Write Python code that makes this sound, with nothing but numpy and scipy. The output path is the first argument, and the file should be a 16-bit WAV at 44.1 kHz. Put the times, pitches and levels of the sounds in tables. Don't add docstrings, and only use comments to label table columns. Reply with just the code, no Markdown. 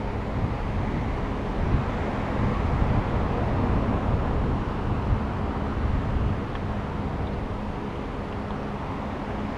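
import sys
import numpy as np
from scipy import signal
from scipy.io import wavfile
from scipy.ndimage import uniform_filter1d

SR = 44100
rng = np.random.default_rng(int(sys.argv[2]) if len(sys.argv) > 2 else 0)


def store_pcm(level_fs):
    pcm = np.round(np.clip(level_fs, -1, 1) * 32767).astype(np.int16)
    wavfile.write(sys.argv[1], SR, np.atleast_2d(pcm).T)


def field_ratio(decibels):
    return 10 ** (np.asarray(decibels, dtype=float) / 20)


N = 422037
HOP = 512
HZ = np.fft.rfftfreq(2048, 1 / SR)
FRAME_S = np.arange(N // HOP + 5) * HOP / SR


def evened(x):
    return x / np.sqrt(np.mean(x ** 2) + 1e-20)


def read(points, hz):
    f, value = np.transpose(points)
    return np.interp(np.log(hz + 1), np.log(f + 1), value, left=-150, right=-150)


def along(rows, t):
    s, *columns = np.transpose(rows)
    return [np.interp(t, s, c) for c in columns]


def unit(points, hz):
    g = field_ratio(read(points, hz))
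    return (g / np.sqrt(np.sum(g ** 2)))[:, None]


def noise(magnitude, patchy_db, wide, long):
    a, b, patches = rng.standard_normal(magnitude.shape[::-1] + (3,)).T
    patches = uniform_filter1d(patches, wide, 0)
    patches = evened(uniform_filter1d(patches, long, 1))
    z = (a + 1j * b) * magnitude * field_ratio(patchy_db * patches)
    return signal.istft(z, nperseg=2048, noverlap=2048 - HOP)[1][:N] * np.sqrt(3 / 2)


def fuzzy(hz, smear_hz, share):
    r = np.exp(-np.pi * smear_hz / SR)
    a, b = rng.standard_normal((2, N + SR))
    drift = signal.lfilter([1], [1, -2 * r, r * r], a + 1j * b)[SR:]
    drift = 1 + share * drift / np.sqrt(np.mean(abs(drift) ** 2))
    cycles = np.cumsum(hz * np.ones(N)) / SR + rng.random()
    return evened((drift * np.exp(2j * np.pi * cycles)).real)


def tyres():
    # start_s, level_db, brightness_db (high while tyres face the microphone)
    passing = [(0, -38.5, 1), (.6, -37, 1), (.9, -37, 2), (1.45, -35.5, 1), (2.1, -33, 1),
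               (2.6, -33.5, 1.5), (3.2, -32.5, -1), (3.8, -32, -2), (4.35, -34, -2.5), (4.7, -35.3, -0.5),
               (5.5, -35, -2), (5.9, -36.5, 0.5), (6.7, -37.5, -.5), (7.25, -38, -2), (7.6, -40.5, 1.5),
               (8.1, -40.5, 1), (8.6, -38, 0), (9.57, -37, 1)]
    # pitch_hz, level_db (per Hz)
    roar = [(170, -33), (330, -2), (500, -1), (1000, -2), (1300, -8), (1650, -18), (2600, -39)]
    # pitch_hz, level_db (per Hz)
    hiss = [(1000, -30), (1600, 1), (2000, 3), (3000, -6), (4200, -15), (5300, -33), (7900, -56)]
    # pitch_hz, level_db (per Hz)
    fizz = [(3200, -27), (4600, 0.5), (5600, -2.5), (7400, -7.5), (10000, -19), (13000, -26), (16000, -30)]
    # start_s, comb_spacing_hz, echo_share (0-1)
    bounce = [
        (0, 2250, 0.23),
        (.9, 2080, 0.17),
        (2.1, 1880, 0.15),
        (2.9, 1610, 0),
        (3.6, 1300, 0.08),
        (4.6, 1410, 0.14),
        (6, 1460, 0.28),
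        (7.5, 1950, 0),
        (9.57, 2150, 0),
    ]
    roar_db, bright_db = along(passing, FRAME_S)
    hiss_db = roar_db - 12 + bright_db
    fizz_db = roar_db - 30.5 + 1.4 * bright_db
    layers = (roar, roar_db), (hiss, hiss_db), (fizz, fizz_db)
    power = sum((unit(points, HZ) * field_ratio(db)) ** 2 for points, db in layers)

    spacing_hz, share = along(bounce, FRAME_S)
    share = np.clip(share, 0, .9) * np.exp(-HZ / 9000)[:, None]
    comb = abs(1 + share * np.exp(2j * np.pi * HZ[:, None] / spacing_hz)) ** 2 / (1 + share ** 2)
    return noise(np.sqrt(power * comb), patchy_db=0.95, wide=16, long=26)


def truck():
    # start_s, pitch_hz, level_db
    whine = [
        (2.0, 500, -50),
        (2.3, 490, -38.5),
        (2.6, 487, -44),
        (3.0, 479.5, -52),
        (3.55, 469, -39.5),
        (4.0, 468.6, -52),
        (4.7, 460.4, -45),
        (5.3, 454, -59),
    ]
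    # start_s, pitch_hz, level_db
    exhaust = [
        (3.4, 245.8, -48),
        (3.65, 246, -37),
        (3.9, 240, -48),
        (4.2, 238, -42),
        (4.6, 227, -57),
        (5.0, 212, -54),
        (5.3, 210.7, -39.5),
        (5.75, 226.3, -42.5),
        (6.4, 208, -54),
    ]
    # start_s, pitch_hz, level_db
    firing = [
        (2.6, 78.1, -46),
        (3.15, 71.9, -37),
        (3.5, 70, -45),
        (5.0, 67.84, -40),
        (5.4, 71.8, -33),
        (5.8, 75, -37.5),
        (6.3, 70, -34),
        (6.7, 68, -54),
    ]
    t, out = np.arange(N) / SR, np.zeros(N)
    for rows, smear_hz in ((whine, 14), (exhaust, 9), (firing, 7)):
        hz, db = along(rows, t)
        start_s, end_s = rows[0][0], rows[-1][0]
        near = np.interp(t, [start_s, start_s + .2, end_s - .2, end_s], [0, 1, 1, 0])
        out += near * field_ratio(db) * fuzzy(hz, smear_hz, share=.9)
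    return out


def ticks():
    # start_s, peak_db, ring_hz, t60_s
    knocks = [(3.3293, -43, 3900, .02), (6.553, -32, 3250, .028), (6.5523, -27, 1750, .045),
              (6.5523, -24, 1100, .035), (6.5523, -33, 2400, .025), (6.5535, -51, 5700, .03),
              (6.5595, -34, 2600, .02), (6.562, -45, 4200, .025), (6.570, -34, 1500, .025),
              (7.2695, -39, 3650, .045), (7.270, -39, 2300, .03), (7.333, -48, 4000, .04),
              (7.905, -43, 3800, .025), (7.9563, -37, 3000, .03), (8.0571, -43, 3500, .02),
              (8.286, -44, 3400, .03), (8.326, -30, 2750, .015), (8.329, -43, 3300, .012),
              (8.5068, -32, 3400, .014), (8.5068, -26, 950, .04), (8.512, -40, 3300, .012),
              (8.6294, -50, 5700, .02)]
    modes = (.85, .3), (.94, .45), (1, .7), (1.08, .35)
    t, out = np.arange(3000) / SR, np.zeros(N + 3000)
    for s, db, hz, t60 in knocks:
        ring = sum(share * np.sin(2 * np.pi * hz * detune * t) for detune, share in modes)
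        ring *= field_ratio(db - 60 * t / t60) * (1 - np.exp(-t / .0004))
        for lag_s, share in ((0, 1), (.0065, .25)):
            out[round((s + lag_s) * SR):][:3000] += share * ring
    return out[:N]


def gusts(t):
    # start_s (centre), level_db, half_length_s,
    # eddy_pitch (-1 heave, 0 buffeting, 1 flutter)
    blows = [(0.18, -32, 0.13, -0.37), (0.43, -26, 0.066, 0.037), (0.75, -30.5, 0.22, -0.43),
             (0.96, -28, 0.049, 0.66), (1.19, -31.4, 0.18, -1.07), (1.62, -24.5, 0.058, -1.35),
             (1.74, -24.5, 0.063, 0.32), (2.01, -33.5, 0.25, -0.65), (2.46, -26.5, 0.071, 0.15),
             (2.77, -26.5, 0.172, -0.37), (2.96, -25.5, 0.047, 0.28), (3.21, -26.5, 0.12, -0.37),
             (3.53, -31, 0.045, -0.47), (3.71, -27, 0.24, 0.061), (3.76, -30, 0.037, -1.18),
             (3.93, -27, 0.036, 0.12), (4.12, -26, 0.05, -0.2), (4.38, -27.5, 0.22, -0.58),
             (4.52, -28, 0.049, 1.3), (4.9, -28.5, 0.1, -0.17), (5.12, -24, 0.04, -0.34),
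             (5.27, -33, 0.25, -0.19), (5.59, -34, 0.045, 0.11), (5.98, -27.7, 0.185, -0.29),
             (6.12, -29, 0.054, -0.6), (6.26, -25.5, 0.077, -0.25), (6.69, -33.5, 0.19, 0.02),
             (7.17, -33, 0.165, 0.017), (7.54, -35, 0.25, -0.53), (8.52, -38, 0.04, -0.16)]
    # start_s, level_db
    steady = [
        (0, -41.4),
        (1.5, -36.5),
        (3, -36),
        (4.5, -37),
        (6.3, -41),
        (6.5, -39.5),
        (8, -42.5),
        (9.57, -39.5),
    ]
    # level_db of heave, buffeting, flutter
    tilt_db = (-2, -1, 2)
    eddy_spread = 0.88
    s, db, half_s, eddy = np.transpose(blows)
    bell = np.exp(-((t - s[:, None]) / np.maximum(half_s, .02)[:, None]) ** 2)
    swell = field_ratio(2 * db)[:, None] * bell
    share = np.exp(-((np.arange(-1, 2)[:, None] - eddy) / eddy_spread) ** 2)
    breeze = field_ratio(along(steady, t)[0] + np.array(tilt_db)[:, None])
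    return np.sqrt(breeze ** 2 + share @ swell)


def wind():
    # pitch_hz, level_db (per Hz)
    heave = [(8, -31), (22, -12), (35, 4), (55, 4), (70, -7.5), (110, -36)]
    # pitch_hz, level_db (per Hz)
    buffet = [(40, -23), (62, -1.5), (75, 0), (105, 0.5), (135, -7.5), (170, -25), (260, -43)]
    # pitch_hz, level_db (per Hz)
    flutter = [(90, -31), (135, -2), (165, -4), (250, -4.5), (320, -12), (460, -25.5), (750, -53)]
    flat, out, t = np.ones(len(FRAME_S)), np.zeros(N), np.arange(N) / SR
    for points, level in zip((heave, buffet, flutter), gusts(FRAME_S)):
        air = noise(unit(points, HZ) * flat, patchy_db=1.5, wide=3, long=5)
        power = uniform_filter1d(uniform_filter1d(air ** 2, size=3000), size=3000)
        out += np.interp(t, FRAME_S, level) * air / np.sqrt(power + .05)
    return out


def pops():
    # start_s, peak_db
    slaps = [
        (0.937, -19.0),
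        (1.062, -20.0),
        (1.744, -14.0),
        (2.823, -16.0),
        (3.644, -18.0),
        (3.759, -14.0),
        (5.071, -19.0),
        (5.129, -17.0),
        (5.623, -21.0),
    ]
    push_s, rebound_s, rebound_half_s = .0015, .006, .004
    t, out = np.arange(-400, 1000) / SR, np.zeros(N)
    push = np.exp(-(t / push_s) ** 2)
    rebound = push_s / rebound_half_s * np.exp(-((t - rebound_s) / rebound_half_s) ** 2)
    for s, db in slaps:
        out[round(s * SR) - 400:][:len(t)] += field_ratio(db) * (push - rebound)
    return out


def diesel():
    # multiple (of firing rate), level_db, smear_hz
    orders = [
        (1, -47, 6),
        (1.42, -45, 10),
        (2, -51, 5.3),
        (3, -39.5, 14.3),
        (4, -45.5, 12),
        (5, -55.5, 7.1),
        (6, -46.5, 7.6),
        (7, -51.5, 7.5),
    ]
    firing_hz = 68.82
    return sum(field_ratio(db) * fuzzy(firing_hz * k, smear_hz, share=.45) for k, db, smear_hz in orders)


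def far_traffic():
    # pitch_hz, level_db (per Hz)
    wash = [(10, -32), (32, 2.5), (100, -4.5), (200, -4.5), (330, -9), (1000, -11), (1450, -18.5),
            (2000, -24), (3000, -28.5), (4500, -36.5), (7000, -47.5), (9500, -51), (12000, -59),
            (16000, -65.5)]
    flat = np.ones(len(FRAME_S))
    return field_ratio(-36) * noise(unit(wash, HZ) * flat, patchy_db=0.66, wide=22, long=32)


def scene():
    return (tyres() + truck() + ticks() + wind() + pops() + diesel() + far_traffic())[None]


def roll_off(x):
    return signal.sosfilt(signal.butter(12, 15730, fs=SR, output="sos"), x)


def record(dry):
    notch_hz, notch_width_hz = 7852, 140
    comb_hz, comb_db = 29.97, -91
    b, a = signal.iirnotch(notch_hz, notch_hz / notch_width_hz, SR)
    t = np.arange(N) / SR
    lines = np.zeros(N)
    for k in (*range(-6, 0), *range(1, 8)):
        db = comb_db - 4.5 * np.log2(abs(k)) - 7.7 * (k < 0)
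        lines += field_ratio(db) * np.sin(2 * np.pi * ((notch_hz + k * comb_hz) * t + rng.random()))
    fade_in = np.minimum(t / 0.00079, 1)
    return roll_off(fade_in * (signal.lfilter(b, a, dry) + lines))


dry = scene()
out = record(dry)
store_pcm(out)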